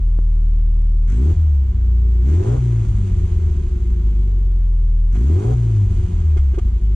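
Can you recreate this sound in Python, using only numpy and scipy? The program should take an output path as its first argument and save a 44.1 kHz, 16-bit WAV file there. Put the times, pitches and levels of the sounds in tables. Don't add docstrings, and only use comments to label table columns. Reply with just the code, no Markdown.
import sys
import numpy as np
from scipy import signal
from scipy.fft import rfft, irfft, next_fast_len
from scipy.io import wavfile
from scipy.ndimage import uniform_filter1d, minimum_filter1d

SR = 44100
rng = np.random.default_rng(int(sys.argv[2]) if len(sys.argv) > 2 else 0)


def materialize(psi):
    bounded = np.clip(np.atleast_2d(psi).T, -1, 1)
    quanta = np.round(bounded * 32767).astype(np.int16)
    wavfile.write(sys.argv[1], SR, quanta)


N = 306495

# t/s, firings per s
FIRING_RATE = [(0.0, 40.6), (0.15, 39.9), (0.2, 39.9), (0.3, 38.9), (1.0, 38.7), (1.07, 39.9), (1.2, 61.8),
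               (1.3, 82.4), (1.335, 85.5), (1.41, 79.3), (1.61, 67.1), (1.8, 59.1), (1.9, 58.8),
               (2.2, 57.4), (2.26, 64.9), (2.4, 92.7), (2.5, 115.9), (2.56, 126.3), (2.62, 123.4),
               (2.8, 110.1), (2.95, 102.3), (3.15, 89.2), (3.3, 85.2), (3.56, 74.1), (3.84, 59.3),
               (4.05, 53.0), (4.19, 48.2), (4.61, 42.7), (4.9, 39.2), (5.09, 39.8), (5.2, 55.6),
               (5.4, 97.8), (5.47, 115.5), (5.53, 123.3), (5.85, 98.5), (5.95, 92.3), (6.05, 89.5),
               (6.37, 73.3), (6.69, 55.0), (6.95, 49.5)]
IDLE_PER_S = 39.5
# opens t/s, shuts t/s, opening 0-1
THROTTLE_OPENINGS = [(1.07, 1.315, 1), (1.82, 2.21, .2), (2.21, 2.575, 1), (5.11, 5.525, 1)]
OPEN_S, SHUT_S = 0.054, 0.04
# start t/s, end t/s, settling time/s, unevenness 0-1
RAGGED_SPELLS = [(1.63, 1.74, .1, .15), (2.83, 4.05, .5, .22), (5.86, 6.2, .06, .25), (6.53, 6.8, .2, .15)]
RAGGED_EDGE_S, CALM_UNEVEN = 0.048, 0.02
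# first t/s, firings in a row, relative loss 0-1 (scaled by STUMBLE_DEPTH)
WEAK_FIRINGS = [(1.333, 3, .85), (1.64, 1, .4), (1.671, 1, .6), (1.718, 2, .85), (1.767, 1, .7),
                (1.8, 1, .5), (1.851, 1, .35), (2.421, 5, .85), (2.562, 2, .6), (2.586, 1, .6),
                (2.834, 1, .6), (2.853, 2, .7), (2.881, 1, 1), (2.9, 1, 1), (2.929, 2, .6), (2.958, 1, .7),
                (2.978, 1, .8), (2.998, 1, 1), (3.018, 2, .5), (3.039, 2, .3), (3.06, 4, .5), (3.102, 1, 1),
                (3.124, 1, 1), (3.146, 2, .9), (3.192, 2, .9), (3.226, 1, .9), (3.26, 5, .65),
                (3.331, 3, .45), (3.379, 4, .45), (3.492, 1, 1), (3.532, 3, .5), (3.586, 1, .5),
                (3.614, 2, .75), (3.656, 1, 1), (3.686, 2, .9), (3.747, 1, .6), (3.778, 2, .9),
                (3.844, 1, 1), (3.895, 1, .6), (3.948, 1, .5), (4.021, 1, .7), (4.126, 1, .4),
                (5.382, 2, .45), (5.403, 5, .8), (5.535, 1, .7), (5.862, 1, .8), (5.882, 2, .9),
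                (5.924, 2, .8), (5.957, 1, 1), (5.979, 1, 1), (6.012, 2, .95), (6.056, 3, .95),
                (6.09, 3, .5), (6.125, 1, .8), (6.148, 1, .7), (6.172, 1, .6), (6.196, 1, .5),
                (6.221, 2, .6), (6.377, 1, .8), (6.538, 1, 1), (6.554, 1, .5), (6.586, 2, 1),
                (6.636, 1, .9), (6.708, 1, .8), (6.782, 2, .95)]
STUMBLE_DEPTH = 0.9
FOUR_FIRING_SWING = 0.29
BURN_SCATTER = 0.45
LOPE_CALM, LOPE_FAST, LOPE_RAGGED = 0.08, 0.14, 0.043
LOPE_FROM_OCTAVE, LOPE_WITHIN_OCTAVE = 1.4, 0.077

# idle level/dB, dB per octave of revs, dB added by throttle,
# further dB per octave under throttle, dB at full unevenness
PUFF_LEVEL = (-11, 0.53, -2, 2.5, -5)
FRONT_LEVEL = (-44.5, 2, 13, -3.5, 18)
RING_LEVEL = (-51, 1.5, 14.5, 9.5, 35.5)
RASP_LEVEL = (-63.5, 8, -0.5, 10.5, -0.5)
HISS_LEVEL = (-58, 5, 4, -0.5, 6)
ROAR_LEVEL = (-66, 6, 10, 2, 0)

SHARP_IDLE, SHARP_PER_OCTAVE, SHARP_THROTTLE, SHARP_RAGGED = 2.07, -1.51, 1.37, 0.86
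PUFF_LOPE_DB = -25.5
# f/Hz, relative level/dB
BOX_SPECTRUM = [(70, -48), (110, 13.5), (160, 10), (200, 0), (260, -51.5)]

# f/Hz, relative level/dB
SILENCER_SHUT_SPECTRUM = [(60, -38.5), (110, -5.5), (160, 6.5), (182, 9), (205, 5.5), (240, 0.5), (270, -7),
                          (310, -49)]
SILENCER_LOAD_SPECTRUM = [(60, -36.5), (110, -9.5), (170, -0.5), (220, 11.5), (270, 1.5), (310, -48)]
# f/Hz, relative level/dB
GROWL_SPECTRUM = [(240, -15), (290, -2), (360, 6), (430, -1.5), (470, -39), (520, -18), (570, -12.5),
                  (1000, -44), (1600, -91)]
GROWL_UNDER_DB = -8
COAST_SCATTER_DB = 1
# f/Hz, width/Hz before widening, peak level/dB
PIPE_MODES = [(361, 24, 0), (410, 40, -10), (513, 35, -24), (717, 35, -20), (985, 25, -21), (1200, 50, -27),
              (1400, 50, -29), (2110, 90, -29)]
# t/s, level/dB
SONG_LEVEL = [(0, -53.5), (1.05, -51.5), (1.3, -40.5), (1.45, -53), (1.9, -46), (2.2, -41), (2.4, -36.5),
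              (2.65, -44.5), (3.0, -40.5), (3.5, -38.5), (3.9, -40), (4.4, -44.5), (4.6, -51.5), (5.1, -52),
              (5.4, -40), (5.7, -41), (6.1, -39.5), (6.4, -50), (6.95, -44)]

# f/Hz, rms level/dB before throttle and fades
THREE_HALVES_SHUT_TONE = [(52, -29), (62, -31.5), (74, -27.5), (92, -23.5), (112, -52.5), (200, -51.5)]
THREE_HALVES_OPEN_TONE = [(60, -33.5), (80, -29), (100, -34), (120, -46.5), (150, -36), (200, -51)]
UPPER_HALVES_SHUT_TONE = [(90, -52), (150, -49), (250, -53), (290, -48), (420, -45), (460, -66)]
UPPER_HALVES_OPEN_TONE = [(110, -42), (200, -48), (300, -47), (350, -37), (400, -32), (435, -33),
                          (470, -55)]
# f/Hz, rms level/dB with the throttle shut
SECOND_COASTING_TONE = [(80, -61.5), (92, -31.5), (104, -34.5), (125, -57.5), (145, -42), (170, -38.5),
                        (200, -39), (222, -53), (260, -52)]
# f/Hz, rms level/dB before throttle and fades
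WHOLES_SHUT_TONE = [(200, -60), (235, -46), (270, -52), (310, -49), (370, -45), (420, -52), (460, -68)]
WHOLES_OPEN_TONE = [(225, -52), (270, -37), (345, -34), (375, -31.5), (420, -39), (460, -53)]
# f/Hz, rms level/dB at 1.8 octaves over idle
QUARTERS_SHUT_TONE = [(250, -70), (290, -47), (340, -44), (420, -45), (460, -66)]
TONE_WAVER_DB = 1.5
FADE_SHUT_DB, FADE_OPEN_DB = -9, -10

# f/Hz, relative level/dB per Hz
HISS_SPECTRUM = [(260, -27.5), (450, -19.5), (600, -1), (1000, -6), (1900, -10), (3260, -12.5), (5370, -20),
                 (6630, -12.5), (10400, -27), (13500, -63.5), (22000, -120)]
# start t/s, end t/s, rise/s, fall/s
LULL_SPAN = (1.4, 1.9, .15, 0.39)
LULL_DB = -2
# f/Hz, width/Hz, level/dB over the noise before the boost factor
BODY_MODES = [(718, 45, 2.5), (990.4, 13, 14), (1194, 77, 3.5), (1401, 21, 5), (1581, 22, 5.5),
              (2134, 37, 6), (2445, 45, 3), (2940, 44, 0.5), (3265, 72, -0.5), (4300, 23, -2)]
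TAPS_PER_FIRING, TAPS_DB, TAPS_SCATTER_DB = 9., -8, 5.5
# t/s, knock level/dB before ringing, spit level/dB, relative spit length/s
LATE_BURNS = [(2.451, -25, -50, 0.03), (3.476, -31.5, -61, 0.019), (5.149, -34.5, -44, 0.025),
              (6.364, -21.5, -40.5, 0.036), (6.536, -23.5, -47, 0.029), (6.579, -13.5, -37, 0.017),
              (6.67, -37.5, -55, 0.018), (6.764, -37, -63, 0.016)]
SPIT_LATE_S, SPIT_RISE_S = 0.004, 0.004
# t/s, level/dB, decay time/s
INTAKE_GULPS = [(1.07, -42.5, 0.065), (2.251, -51, 0.7), (5.108, -48, 0.11)]
# f/Hz, relative level/dB per Hz
INTAKE_SPECTRUM = [(590, -31.5), (1000, -7), (1410, 2), (2140, -2.5), (3500, -14.5), (4970, -24),
                   (5760, -7), (7790, -9.5), (10400, -37.5), (13500, -69), (22000, -120)]
# t/s, f/Hz, level/dB, half length/s
WHISTLE_EVENTS = [(1.155, 7750, -65, .02), (1.22, 8100, -66, .02), (5.265, 6700, -65, .015)]
# f/Hz, relative level/dB per Hz
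RUMBLE_SPECTRUM = [(15, -27), (38, 9.5), (65, 17.5), (120, 9), (230, 4.5), (290, -16.5), (420, -29.5),
                   (520, -58)]
RUMBLE_DB = -34.5
# t/s, relative level/dB
DRY_TICK = [(0.187, -27)]

# f/Hz, likeness 0-1
LIKENESS = [(70, 0.97), (200, 0.92), (500, 0.92), (1000, 0.76), (2000, 0.9), (4000, 0.43), (8000, 0.14)]
# f/Hz, lag/rad (negative leads)
RIGHT_LAG = [(100, 0), (200, -.1), (430, -.8), (690, -4.3), (950, -4.6), (1720, -4.9), (2670, -5.6),
             (4310, -6), (5510, -7.6), (7840, -9.5)]
# f/Hz, level/dB
LEFT_EXCESS = [(40, .2), (100, .5), (190, .5), (330, -1.3), (580, -.6), (1020, -2), (1800, -3.5),
               (3180, -4), (5610, -5), (9900, -5)]
EDGE_HZ = 15300


def firings(t):
    turns = np.cumsum(columns(FIRING_RATE, t)[0]) / SR
    slip = wander(900)
    turns = np.maximum.accumulate(np.maximum(turns + .14 * running(t)[2] * slip, 0))
    k = np.arange(int(turns[-1]) + 1)
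    at = np.interp(k + .5, turns, t)
    uneven, lope = running(at)[2], lope_at(at)
    pair_swing = lope * ((-1.) ** k + FOUR_FIRING_SWING * np.cos(np.pi * k / 2 + .8))
    chance = BURN_SCATTER * uneven * rng.standard_normal(2000)[:len(k)]
    steady = np.maximum(1 - pair_swing + chance, 0)
    strength = steady
    for start, row, lost in WEAK_FIRINGS:
        first = np.argmin(abs(at - start))
        weak = (k >= first) * (k < first + row)
        strength = strength * (1 - STUMBLE_DEPTH * lost * weak)
    firing = turns.astype(int)
    return turns, steady[firing], strength[firing]


def puffs(t, turns, strength):
    revs, throttle, uneven = running(t)
    puff_db = level_db(PUFF_LEVEL, t) + PUFF_LOPE_DB * lope_at(t)
    sharp = SHARP_IDLE + SHARP_PER_OCTAVE * revs + SHARP_THROTTLE * throttle + SHARP_RAGGED * uneven
    pulse = abs(np.sin(np.pi * turns)) ** (2 * np.maximum(sharp, 1))
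    swell = np.sqrt(8) * gain_of(puff_db) * strength * pulse
    swell = swell - uniform_filter1d(swell, size=4400)
    swell = colour(swell, tailpipe) / abs(tailpipe(columns(FIRING_RATE, t)[0]))
    knocks = (np.diff(np.floor(turns + .08), prepend=0) > 0) * strength * np.maximum(sharp - 1, 0)
    return swell + gain_of(-39.0) * evened(shaped(knocks, BOX_SPECTRUM))


def fronts(t, turns, steady):
    front_db, ring_db, rasp_db = (level_db(law, t) for law in (FRONT_LEVEL, RING_LEVEL, RASP_LEVEL))
    revs, throttle, uneven = running(t)
    pull = .95 * throttle ** 2
    count = np.floor(turns + .4)
    fire = np.diff(count, prepend=0) > 0
    twin = 1 - np.clip(.12 + 1.8 * lope_at(t), 0, .9) * (-1.) ** count
    chance = rng.standard_normal((4, N))
    clicks = fire * twin * gain_of(3.4 * chance[0])
    scatter_db = 7 * uneven + COAST_SCATTER_DB * revs * (1 - throttle) ** 4
    ragged = clicks * steady * gain_of(scatter_db * chance[0])
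    low = (1 - throttle ** 2) * shaped(ragged, SILENCER_SHUT_SPECTRUM)
    low = low + throttle ** 2 * shaped(ragged, SILENCER_LOAD_SPECTRUM)
    growl = shaped(clicks, GROWL_SPECTRUM)
    sung = colour(chance[1], lambda hz: pipe(hz) ** 2)
    gusts = (0.5 + np.exp(-((turns + 0.21) % 1) / 0.63)) * chance[2]
    rasp = colour(gusts, lambda hz: (abs(pipe(hz)) + .03) * (hz > 470) / (1 + (hz / 1100) ** 4))
    ring = np.sqrt(pull) * levelled(growl, ring_db + GROWL_UNDER_DB)
    ring = ring + levelled(sung, columns(SONG_LEVEL, t)[0])
    roar = levelled(shaped(chance[3], GROWL_SPECTRUM), level_db(ROAR_LEVEL, t))
    return roar + levelled(low, front_db) + ring + levelled(rasp, rasp_db)


def tones(t, strength):
    per_s = columns(FIRING_RATE, t)[0]
    revs, throttle, _ = running(t)
    shut = 1 - throttle
    turns = np.cumsum(per_s) / SR
    sine = lambda order: np.sin(2 * np.pi * order * turns)
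    second = sine(2) * shut ** 2 * gain_of(read(SECOND_COASTING_TONE, 2 * per_s))
    fade_db = FADE_SHUT_DB + (FADE_OPEN_DB - FADE_SHUT_DB) * throttle
    out = 0
    for order in (2.75, 3.25):
        db = read(QUARTERS_SHUT_TONE, order * per_s) + 12 * (revs - 1.8)
        out = out + shut ** 2 * gain_of(db) * sine(order)
    for order in (1.5, 2.5, 3.5, 4.5):
        if order < 2:
            shut_tone, open_tone = THREE_HALVES_SHUT_TONE, THREE_HALVES_OPEN_TONE
        else:
            shut_tone, open_tone = UPPER_HALVES_SHUT_TONE, UPPER_HALVES_OPEN_TONE
        db = shut * read(shut_tone, order * per_s) + throttle * read(open_tone, order * per_s)
        db = db + fade_db * max(order - 3.5, 0)
        db = db + shut * FADE_SHUT_DB * (order == 3.5) * (per_s < 105)
        out = out + gain_of(db + TONE_WAVER_DB * wander(2500)) * sine(order)
    for order in (3, 4):
        for share, table in ((throttle, WHOLES_OPEN_TONE), (shut, WHOLES_SHUT_TONE)):
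            db = read(table, order * per_s) + fade_db * (order - 3.5)
            out = out + share ** 2 * gain_of(db) * sine(order)
    missed = 1 - uniform_filter1d(np.minimum(strength, 1), size=900)
    return np.sqrt(2) * (second + out * (1 - missed * shut))


def pops(t):
    knock, spit = np.zeros(N), np.zeros(N)
    for start, ring_db, spit_db, length in LATE_BURNS:
        age = t - start - SPIT_LATE_S
        decay = np.exp(-(np.maximum(age - SPIT_RISE_S, 0) / (0.69 * length)) ** 1.9)
        spit += gain_of(spit_db) * np.clip(age / SPIT_RISE_S, 0, 1) * decay
        for late, share in ((0, 0.65), (.0045, -0.63), (.008, 0.45)):
            age = np.maximum(t - start - late, 0) / 0.00034
            knock += share * gain_of(ring_db) * age * np.exp(-age)
    ring = 7.3 * colour(knock, lambda hz: (pipe(hz, width=3.0) + 0.082 / (1 + 1j * hz / 250)) * (hz > 100))
    spat = colour(rng.standard_normal((2, N)),
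                  lambda hz: gain_of(read(HISS_SPECTRUM, hz)) * body(hz, boost=3) * (hz > 600))
    return ring + spit * evened(spat)


def gulps(t, turns):
    level = sum(gain_of(db) * np.clip((t - start) / 0.038, 0, 1) * np.exp(-abs(t - start) / length)
                for start, db, length in INTAKE_GULPS)
    gasp = evened(0.82 + np.sin(np.pi * (turns + .2)) ** 4)
    noise = colour(rng.standard_normal((2, N)),
                   lambda hz: gain_of(read(INTAKE_SPECTRUM, hz)) * body(hz, boost=0.37))
    return level * gasp * evened(noise)


def whistles(t):
    out = np.zeros(N)
    for centre, hz, db, half in WHISTLE_EVENTS:
        waver = evened(uniform_filter1d(rng.standard_normal(N), size=300))
        envelope = gain_of(db) * np.exp(-((t - centre) / half) ** 2)
        out += envelope * (1 + 1.9 * waver) * np.sin(2 * np.pi * hz * t)
    return out


def hiss(t, turns):
    flicker = wander(250)
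    pulse = 1 + .5 * np.exp(-(turns % 1) / 0.5)
    hiss_db = level_db(HISS_LEVEL, t) + LULL_DB * span(t, *LULL_SPAN)
    level = gain_of(hiss_db + 0.64 * flicker) * evened(pulse)
    tapped = rng.random((2, N)) < TAPS_PER_FIRING * columns(FIRING_RATE, t)[0] / SR
    taps = tapped * gain_of(TAPS_SCATTER_DB * rng.standard_normal((2, N)))
    drive = rng.standard_normal((2, N)) + gain_of(TAPS_DB) * evened(taps)
    noise = evened(colour(drive, lambda hz: gain_of(read(HISS_SPECTRUM, hz)) * body(hz)))
    top = colour(noise, lambda hz: 1 / (1 + (5500 / (hz + 1)) ** 6))
    return level * (noise - top + top * gain_of(.5 * (hiss_db + 54.0)))


def rumble(t):
    noise = gain_of(RUMBLE_DB) * evened(shaped(rng.standard_normal(N), RUMBLE_SPECTRUM))
    return noise * (.08 + 5. * running(t)[2])


def tick(t):
    start, db = DRY_TICK[0]
    age = t - start - .002
    before = np.exp(-abs(age) / 0.0017)
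    after = np.clip(1 - age / 0.001, -.25, 1) * np.exp(-abs(age) / 0.0013)
    return -4. * gain_of(db) * uniform_filter1d(np.where(age < 0, before, after), size=10)


def running(t):
    revs = np.log2(columns(FIRING_RATE, t)[0] / IDLE_PER_S)
    throttle = sum(wide * span(t, a, b, OPEN_S, SHUT_S) for a, b, wide in THROTTLE_OPENINGS)
    uneven = CALM_UNEVEN + sum(u * span(t, a, b, RAGGED_EDGE_S, settle) for a, b, settle, u in RAGGED_SPELLS)
    return revs, np.clip(throttle, 0, 1), np.clip(uneven, 0, 1)


def lope_at(t):
    revs, _, uneven = running(t)
    fast = np.clip((revs - LOPE_FROM_OCTAVE) / LOPE_WITHIN_OCTAVE, 0, 1)
    return np.clip(LOPE_CALM + LOPE_FAST * fast + LOPE_RAGGED * uneven, 0, .9)


def level_db(law, t):
    idle_db, rev_db, open_db, pull_db, ragged_db = law
    revs, throttle, uneven = running(t)
    return idle_db + rev_db * revs + throttle * (open_db + pull_db * revs) + ragged_db * uneven


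def tailpipe(hz):
    poles = signal.butter(4, 2 * np.pi * 33, "high", analog=True)
    return -signal.freqs(*poles, 2 * np.pi * hz)[1] / (1 + 1j * hz / 60.)


def pipe(hz, width=1.3):
    return sum(gain_of(db) / (1 + 2j * (hz - f) / (w * width)) for f, w, db in PIPE_MODES)


def body(hz, boost=0.86):
    return 1 + boost / 1.5 * sum(gain_of(db) / (1 + 2j * (hz - f) / w) for f, w, db in BODY_MODES)


def gain_of(db):
    return 10 ** (np.asarray(db) / 20)


def evened(x):
    return x / np.sqrt(np.mean(x ** 2) + 1e-20)


def smoothed(x, size):
    return uniform_filter1d(uniform_filter1d(x, size=size), size=size)


def wander(size):
    return evened(smoothed(rng.standard_normal(N), size))


def levelled(x, db):
    return gain_of(db) * x / np.sqrt(abs(smoothed(x ** 2, 4000)) + 1e-14)


def read(points, hz):
    f, value = np.transpose(points)
    return np.interp(np.log(hz + 1), np.log(f + 1), value)


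def columns(table, t):
    s, *rest = np.transpose(table)
    return [np.interp(t, s, c) for c in rest]


def span(t, start, end, rise, fall):
    return np.clip((t - start) / rise, 0, 1) * np.clip(1 - (t - end) / fall, 0, 1)


def colour(x, gain):
    size = next_fast_len(N + 8192)
    return irfft(rfft(x, size) * gain(np.fft.rfftfreq(size, 1 / SR)), size)[..., :N]


def shaped(x, spectrum):
    return colour(x, lambda hz: gain_of(read(spectrum, hz)))


def ports(near, spread):
    same = lambda hz: np.clip(read(LIKENESS, hz), 0, 1)
    right = colour(near, same) + colour(spread, lambda hz: np.sqrt(1 - same(hz) ** 2))
    tilt = lambda hz: gain_of(read(LEFT_EXCESS, hz) / 2)
    shift = lambda hz: np.exp(-1j * read(RIGHT_LAG, hz))
    return np.array([colour(near, tilt), colour(right, lambda hz: shift(hz) / tilt(hz))])


def scene():
    t = np.arange(N) / SR
    turns, steady, strength = firings(t)
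    air = hiss(t, turns) + pops(t) + gulps(t, turns)
    bass = rumble(t)
    rung = fronts(t, turns, steady) + whistles(t)
    near = puffs(t, turns, strength) + bass + tones(t, strength) + rung + air[0]
    near = near * np.clip((t[-1] - t) / .004, 0, 1)
    spread = np.roll(rung, 700) + air[1]
    return ports(near, spread) + tick(t)


def record(dry):
    peak = -minimum_filter1d(-abs(dry).max(0), size=2400)
    held = dry / np.maximum(uniform_filter1d(peak, size=1200) / 0.47, 1)
    dulled = colour(held, lambda hz: gain_of(np.interp(hz, [10000, 11000], [0, -6])))
    low_pass = signal.firwin(255, EDGE_HZ, window=("kaiser", 8), fs=SR)
    return signal.oaconvolve(dulled, low_pass[None], "same")


dry = scene()
out = record(dry)
materialize(out)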